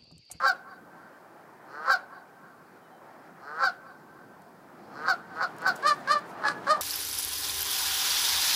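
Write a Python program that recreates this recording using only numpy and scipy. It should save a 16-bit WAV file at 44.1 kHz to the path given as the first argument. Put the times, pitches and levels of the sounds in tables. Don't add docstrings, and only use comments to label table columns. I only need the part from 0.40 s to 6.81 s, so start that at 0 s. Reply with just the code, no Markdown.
import sys
import numpy as np
from scipy import signal
from scipy.io import wavfile
from scipy.ndimage import uniform_filter1d

SR = 44100
rng = np.random.default_rng(int(sys.argv[2]) if len(sys.argv) > 2 else 0)


def invert_db(level):
    return 10 ** (np.asarray(level, dtype=float) / 20)


def bounce(signal):
    frames = np.transpose(np.atleast_2d(signal))
    limited = np.clip(frames, -1, 1)
    pcm = np.round(limited * 32767).astype(np.int16)
    wavfile.write(sys.argv[1], SR, pcm)


N = 282681
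SECONDS = np.arange(N) / SR


def rms_one(x):
    return x / np.sqrt(np.mean(x ** 2) + 1e-20)


def band(x, hz, kind, order=4):
    return signal.sosfilt(signal.butter(order, hz, kind, fs=SR, output="sos"), x)


def resonate(x, hz, width):
    r = np.exp(-np.pi * width / SR)
    top = [(1 - r * r) / 2, 0, (r * r - 1) / 2]
    return signal.lfilter(top, [1, -2 * r * np.cos(2 * np.pi * hz / SR), r * r], x)


def drift(rate, size):
    r = np.exp(-2 * np.pi * rate / SR)
    settle = 9000
    slow = signal.lfilter([1], [1, -2 * r, r * r], rng.standard_normal(size + settle))
    return rms_one(slow[settle:])


def in_time(rows, fade):
    s, *columns = np.transpose(rows)
    t = np.arange(s[0] - fade - 900 / SR, min(s[-1] + fade, N / SR - 1e-3), 1 / SR)
    gate = np.clip(np.minimum(t - s[0], s[-1] - t) / fade + 1, 0, 1) ** 2
    return round(t[0] * SR), [np.interp(t, s, c) for c in columns], gate


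def coloured(spectrum, patchy_db, rate):
    hz, db = np.transpose(spectrum)
    edges = np.geomspace(hz[0], hz[-1], 16)
    together = drift(rate, N)
    white = rng.standard_normal((2, N))
    out = np.zeros(N)
    for k, (low, high) in enumerate(zip(edges, edges[1:])):
        level_db = np.interp(np.log(low * high) / 2, np.log(hz), db)
        flicker_db = patchy_db * (1.23 * together + drift(6.3, N))
        out += invert_db(level_db + flicker_db) * band(white[k % 2], [low, high], "band", order=2)
    return rms_one(out)


# t/s, level/dB
AIR_STIR = [(0, -1), (1.0, -1), (2.0, -2.5), (3.0, -1), (3.6, 2), (4.15, 1.5), (4.5, 5), (5.0, 6.5),
            (5.37, 7.5), (5.84, 7.5), (6.41, 9)]


def air_stir():
    return np.interp(SECONDS, *np.transpose(AIR_STIR))


# f/Hz, level/dB per Hz
WIND_COLOUR = [(12, -65), (20, -28), (38, -19.5), (92, -10.5), (157, 6), (392, 3), (433, 0.5), (600, -37),
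               (780, -40), (1320, -120)]


def wind(stir_db):
    return invert_db(-58 + stir_db) * coloured(WIND_COLOUR, patchy_db=1.0, rate=3.0)


# f/Hz, level/dB per Hz
TRAFFIC_COLOUR = [(180, -8), (300, -25), (361, 1), (473, -8.5), (691, 1), (849, -4), (1080, -4), (1590, -9),
                  (2560, -27.5), (4000, -42), (5200, -16.5), (8800, -120)]


def traffic(stir_db, honk_level):
    level = invert_db(-52.5 + 0.92 * stir_db) + invert_db(-27) * honk_level
    return level * coloured(TRAFFIC_COLOUR, patchy_db=1.6, rate=0.71)


def rush(stir_db, honk_level):
    level = invert_db(-83.5 + 2.1 * stir_db) + invert_db(-34) * honk_level
    return level * rms_one(band(rng.standard_normal(N), [1700, 3600], "band", order=1))


def hiss():
    return invert_db(-70) * rms_one(band(rng.standard_normal(N), 2100, "high", order=1))


# t/s, f/Hz, level/dB
WHISTLES = [
    [(2.42, 3120, -76), (2.45, 3020, -70), (2.49, 2920, -74)],
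    [(2.51, 3130, -75), (2.55, 3090, -71), (2.6, 3060, -78)],
]


def songbird():
    out = np.zeros(N)
    for rows in WHISTLES:
        start, (hz, db), gate = in_time(rows, 0.0067)
        turn = 2 * np.pi * np.cumsum(hz) / SR
        out[start:start + len(gate)] += invert_db(db) * gate * (np.sin(turn) + .55 * np.sin(1.27 * turn))
    return out


# t/s, peak level/dB
FEATHER_CLAPS = [
    (4.0194, -53),
    (5.1647, -48),
    (5.1834, -43),
    (5.219, -40.5),
    (5.357, -40),
    (5.3613, -35.5),
    (5.5894, -66),
    (5.9094, -57),
]
# t/s, level/dB
STROKES = [
    (5.12, -70),
    (5.37, -58),
    (5.591, -60),
    (5.9, -62.5),
    (6.19, -65),
]


def wings():
    out = np.zeros(N)
    t = np.arange(2000) / SR
    t60_s = 0.019
    for s, db in FEATHER_CLAPS:
        burst = resonate(rng.standard_normal(len(t)), hz=8000, width=5100) * invert_db(-60 * t / t60_s)
        start = round(s * SR)
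        out[start:start + len(t)] += invert_db(db) * burst / np.abs(burst).max()
    strokes = sum(invert_db(db) * np.exp(-((SECONDS - s) / .045) ** 2) for s, db in STROKES)
    swish = rms_one(band(rng.standard_normal(N), [1800, 11000], "band", order=1))
    return out + strokes * invert_db(2.2 * drift(53.6, N)) * swish


def walls(x, slaps, echoes, tail_db):
    t = np.arange(2 * SR) / SR
    t60_s = 3.1
    noise = rng.standard_normal((2, len(t))) / np.sqrt(SR)
    tail = noise[0] * invert_db(tail_db - 60 * t / t60_s) * np.minimum(t / 0.034, 1) * np.sqrt(14 / t60_s)
    eaves = invert_db(20) * resonate(tail, hz=1548, width=8)
    smears = sum(invert_db(db) * np.exp(-((t - delay) / smear) ** 2) / np.sqrt(smear)
                 for delay, smear, db in echoes)
    far = band(tail + eaves + smears * noise[1], 3200, "low", order=3)
    near = np.zeros(len(t))
    for delay, db in slaps:
        near[round(delay * SR)] = invert_db(db)
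    near = band(near, 2600, "low", order=2)
    return x + signal.fftconvolve(x, far + near)[:N]


# delay t/s, level/dB
PERCH_SLAPS = [(0.0132, -10), (.017, -7), (0.028, -20.5), (.044, -19.5)]
# delay t/s, smear/s, level/dB
PERCH_ECHOES = [(.09, 0.036, -24), (.232, 0.014, -25.5), (0.273, 0.013, -30.5), (0.551, 0.051, -32),
                (0.753, 0.14, -37.5)]
# delay t/s, level/dB
TAKEOFF_SLAPS = [(.0085, -5.5), (.017, -3.5), (0.042, -29), (0.05, -30)]
# delay t/s, level/dB
OVERHEAD_SLAPS = [(.012, -13.5), (.016, -6.5), (.024, -13), (.035, -14)]
# delay t/s, smear/s, level/dB
FLIGHT_ECHOES = [(0.099, 0.0023, -22), (0.251, 0.028, -29)]


def surroundings(bird):
    perched = SECONDS < 5.38
    overhead = SECONDS > 5.95
    out = walls(bird * perched, PERCH_SLAPS, PERCH_ECHOES, tail_db=-31.5)
    out += walls(bird * (~perched & ~overhead), TAKEOFF_SLAPS, FLIGHT_ECHOES, tail_db=-39)
    out += walls(bird * overhead, OVERHEAD_SLAPS, FLIGHT_ECHOES, tail_db=-39)
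    return out


TOP_HZ = 15900


def voice(tables, tract, jitter, shimmer_db, breath, fade):
    out = np.zeros(N)
    low, mid, high = 950, 2150, 6500
    for rows in tables:
        start, (hz, *levels_db), gate = in_time(rows, fade)
        size = len(gate)
        cycles = np.cumsum(hz * (1 + jitter * drift(160, size))) / SR
        multiples = np.arange(1, int(TOP_HZ / hz.max()))[:, None]
        pulses = rms_one(np.cos(2 * np.pi * multiples * cycles).sum(axis=0))
        shimmer = rng.standard_normal(size)[(cycles + .5).astype(int)]
        pulses = pulses * invert_db(shimmer_db * shimmer)
        air = breath * band(rng.standard_normal(size), 6000, "high", order=3)
        source = pulses + air * (1 + np.cos(2 * np.pi * cycles))
        sung = sum((-1) ** k * invert_db(db) * resonate(source, f, w) for k, (f, w, db) in enumerate(tract))
        parts = [band(sung, edges, "band") for edges in ([400, low], [low, mid], [mid, high])]
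        parts.append(band(sung, high, "high"))
        for part, db in zip(parts, levels_db):
            even = part / np.sqrt(uniform_filter1d(part ** 2, 1100, mode="mirror") + 1e-9)
            out[max(start, 0):start + size] += (even * invert_db(db) * gate)[max(-start, 0):N - start]
    return out


def phrase(calls, shape, bands, pitch):
    share, effort_db, open_db = np.transpose(shape)
    fine = np.linspace(0, 1, num=25)
    effort_db = np.interp(fine, share, effort_db)
    open_db = np.interp(fine, share, open_db)
    tables = []
    for s, length, hz, db, bright_db in calls:
        columns = [s + length * fine, pitch(hz, fine, length)]
        for offset_db, by_effort, by_opening in bands:
            opening = open_db + bright_db * (by_opening > 0)
            columns.append(db + offset_db + by_effort * effort_db + by_opening * opening)
        tables.append(np.transpose(columns))
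    return tables


# t/s, length/s, end pitch f/Hz, level/dB, brightness/dB
GROWL_CALLS = [
    (-.195, 0.21, 177.2, -30.5, -4),
    (1.25, 0.24, 170.2, -29, -2.5),
    (2.98, 0.23, 168, -29.5, -2.5),
    (4.51, 0.15, 161, -30, 3.5),
    (4.935, .08, 167.8, -24.5, -3),
    (5.195, .067, 170, -24, -3),
]
# share of length, effort/dB, beak opening/dB
GROWL_COURSE = [(0, -28, -8), (0.249, -20.5, 4.5), (.45, -10.5, -1), (.65, -11, -4), (.8, -9, -3),
                (.92, -4.5, -16), (1, -2, 0)]
# offset level/dB, share of effort, share of opening
GROWL_BALANCE = [(-13, 0.65, 0), (1, 1.32, 0), (-23.5, 0.86, 0.77), (-38.5, 0.47, 1.0)]
# f/Hz, width/Hz, level/dB
CLOSED_TRACT = [(427, 34, -10), (910, 275, -12), (1237, 44, 6), (1510, 85, 4.5), (1970, 180, -17),
                (4200, 230, -8.5), (5040, 1000, -17), (7440, 630, -30), (11800, 2700, -53)]


def growls():
    def rise(hz, u, length):
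        return hz - 175 * length * (1 - u)
    tables = phrase(GROWL_CALLS, GROWL_COURSE, GROWL_BALANCE, rise)
    return voice(tables, CLOSED_TRACT, jitter=.003, shimmer_db=1.0, breath=.5, fade=.015)


def rough_pitch(hz, u, length):
    return hz * (1 + 0.05715 * (u - .5))


# t/s, length/s, f/Hz, level/dB, brightness/dB
BREAK_CALLS = [
    (.02, 0.1, 273.9, -19.5, -4),
    (1.462, 0.12, 272, -22.5, -2),
    (3.195, 0.12, 277.5, -24, -1),
    (4.662, 0.082, 181.8, -25.5, 4.5),
    (5.008, 0.06, 186.2, -24, -1),
    (5.256, 0.069, 185.6, -27, 8),
]
# share of length, effort/dB, beak opening/dB
BREAK_COURSE = [(0, -12, -5), (.17, -4, -6), (.36, 0, 0), (.42, -3, 1), (.5, -18, 8), (.75, -22, 6),
                (1.1, -40, 4)]
# offset level/dB, share of effort, share of opening
BREAK_BALANCE = [(-12, 1.84, -0.78), (-0.5, 0.93, 0.23), (-16, 0.68, 0.92), (-29, 1, 0.62)]
# f/Hz, width/Hz, level/dB
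BENT_TRACT = [(580, 250, -10.5), (840, 300, -11.5), (1148, 182, 4), (1396, 233, 2.5), (2580, 1300, -30),
              (4230, 620, -12.5), (4780, 810, -14.5), (7600, 840, -32.5), (11700, 1400, -42)]


def rough_breaks():
    tables = phrase(BREAK_CALLS, BREAK_COURSE, BREAK_BALANCE, rough_pitch)
    return voice(tables, BENT_TRACT, jitter=.028, shimmer_db=2.2, breath=.5, fade=.015)


# t/s, length/s, f/Hz, level/dB, brightness/dB
NOTE_CALLS = [
    (.063, .058, 788.7, -20, 7.5),
    (1.503, 0.06, 791.7, -20.5, 6.5),
    (3.236, 0.062, 787, -22, 3),
    (4.685, 0.054, 768, -21.5, 5.5),
    (5.022, 0.0413, 756.7, -25.5, 1.5),
    (5.265, 0.05, 772.4, -22, 9),
]
# share of length, effort/dB, beak opening/dB
NOTE_COURSE = [(0, -6, -7), (.12, -5.5, 2), (.35, 1, 3.5), (.6, -2.5, 0.5), (.78, -10.5, -6),
               (1, -18.5, 1.5)]
# offset level/dB, share of effort, share of opening
NOTE_BALANCE = [(-12.5, 0.39, -0.77), (0.5, 1.2, -1.33), (-16.5, 0.62, 0.026), (-30.5, 0.59, 1.2)]
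# f/Hz, width/Hz, level/dB
NOTE_TRACT = [(607, 286, -10.5), (800, 282, -8), (1277, 152.3, 3.5), (1451, 163.4, 2.5), (2740, 400, -25.5),
              (4206, 664, -10.5), (4720, 780, -12.5), (7450, 680, -37), (11840, 900, -43),
              (15300, 460, -42.5)]


def clear_notes():
    def sag(hz, u, length):
        return hz * (1 - np.interp(u, [0, .36, 1], [0, .015, .15]))
    tables = phrase(NOTE_CALLS, NOTE_COURSE, NOTE_BALANCE, sag)
    return voice(tables, NOTE_TRACT, jitter=.002, shimmer_db=.6, breath=1.4, fade=.006)


# t/s, length/s, top pitch f/Hz, level/dB, brightness/dB
TAKEOFF_CALLS = [
    (5.425, .125, 612, -22.5, 1.5),
]
SNAPPED_CALLS = [
    (5.675, 0.12, 613.9, -21, 1),
]
OVERHEAD_CALLS = [
    (6.27, 0.11, 617, -23, -1),
]
# t/s, length/s, f/Hz, level/dB, brightness/dB
SQUEAK_CALLS = [
    (6.045, 0.058, 857, -27.5, -2),
]
# t/s, length/s, f/Hz, level/dB, brightness/dB
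HOARSE_CALLS = [
    (6.02, 0.084, 217.2, -30, -2.5),
    (6.05, .09, 285, -30.5, 9.5),
    (6.268, 0.041, 282, -28, -5),
]
# share of length, effort/dB, beak opening/dB
TAKEOFF_COURSE = [(0, -17, 1), (.11, -0.5, -6), (.42, 1.5, 2), (.7, -2, 0.5), (.85, -16.5, 1),
                  (1, -38, 5.5)]
SNAPPED_COURSE = [(0, -8, 0), (.08, -5, -2), (.38, 0, 2), (.62, -0.5, -2), (.8, -10, -2), (1, -36, 6)]
SQUEAK_COURSE = [(0, -3, -12), (0.399, 5, 9), (.8, -3.5, 10), (1, -11, -7)]
# offset level/dB, share of effort, share of opening
FLIGHT_BALANCE = [(-16, 1, -0.6), (-2, 1.18, 1), (-18, 0.97, 2.5), (-29.5, 0.87, 4)]
OVERHEAD_BALANCE = [(-2, 2.2, 2), (1.5, 1.14, 1.5), (-12.5, 1.2, 3.5), (-19.5, 0.87, 3.5)]
SQUEAK_BALANCE = [(-7, 1.1, 0), (0, 1.01, 0), (-26, .9, 1.0), (-32, .8, 1.0)]
HOARSE_BALANCE = [(-10, 0.45, 0), (0, 0.77, 0.27), (-13.5, 1.2, 0.93), (-27, 0.78, 1.4)]
# f/Hz, width/Hz, level/dB
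OPEN_TRACT = [(580, 120, -11.5), (1200, 133, 3.5), (1588, 225, 0), (2350, 320, -14.5), (2780, 690, -16),
              (4220, 640, -6), (4930, 1100, -12.5), (8060, 2200, -28), (11100, 2100, -36.5),
              (15400, 1600, -46)]


def flight_honks():
    def arch(hz, u, length):
        top = .42
        scoop = 0.14 * np.clip(1 - u / top, 0, 1) ** 1.6
        sag = 0.051 * np.clip((u - top) / 0.302, 0, 1)
        return hz * (1 - scoop - sag)

    def squeak(hz, u, length):
        return hz * (1 - 0.0266 * u)
    clear = phrase(TAKEOFF_CALLS, TAKEOFF_COURSE, FLIGHT_BALANCE, arch)
    clear += phrase(SNAPPED_CALLS, SNAPPED_COURSE, FLIGHT_BALANCE, arch)
    clear += phrase(OVERHEAD_CALLS, SNAPPED_COURSE, OVERHEAD_BALANCE, arch)
    clear += phrase(SQUEAK_CALLS, SQUEAK_COURSE, SQUEAK_BALANCE, squeak)
    hoarse = phrase(HOARSE_CALLS, BREAK_COURSE, HOARSE_BALANCE, rough_pitch)
    out = voice(clear, OPEN_TRACT, jitter=.006, shimmer_db=1.4, breath=1.2, fade=.003)
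    out += voice(hoarse, OPEN_TRACT, jitter=.03, shimmer_db=3.5, breath=.6, fade=.004)
    return out


def goose():
    return growls() + rough_breaks() + clear_notes() + flight_honks()


def scene():
    bird = goose()
    stir_db = air_stir()
    honk_level = np.sqrt(np.abs(uniform_filter1d(bird ** 2, round(0.14 * SR))))
    background = wind(stir_db) + traffic(stir_db, honk_level) + rush(stir_db, honk_level) + hiss()
    return (background + songbird() + wings() + surroundings(bird))[None]


def roll_off(x):
    return signal.sosfilt(signal.butter(12, 16460, fs=SR, output="sos"), x)


def record(dry):
    steep = signal.ellip(12, .3, 70, TOP_HZ - 100, fs=SR, output="sos")
    mix = signal.sosfilt(steep, dry)
    return roll_off(mix)


dry = scene()
out = record(dry)
bounce(out)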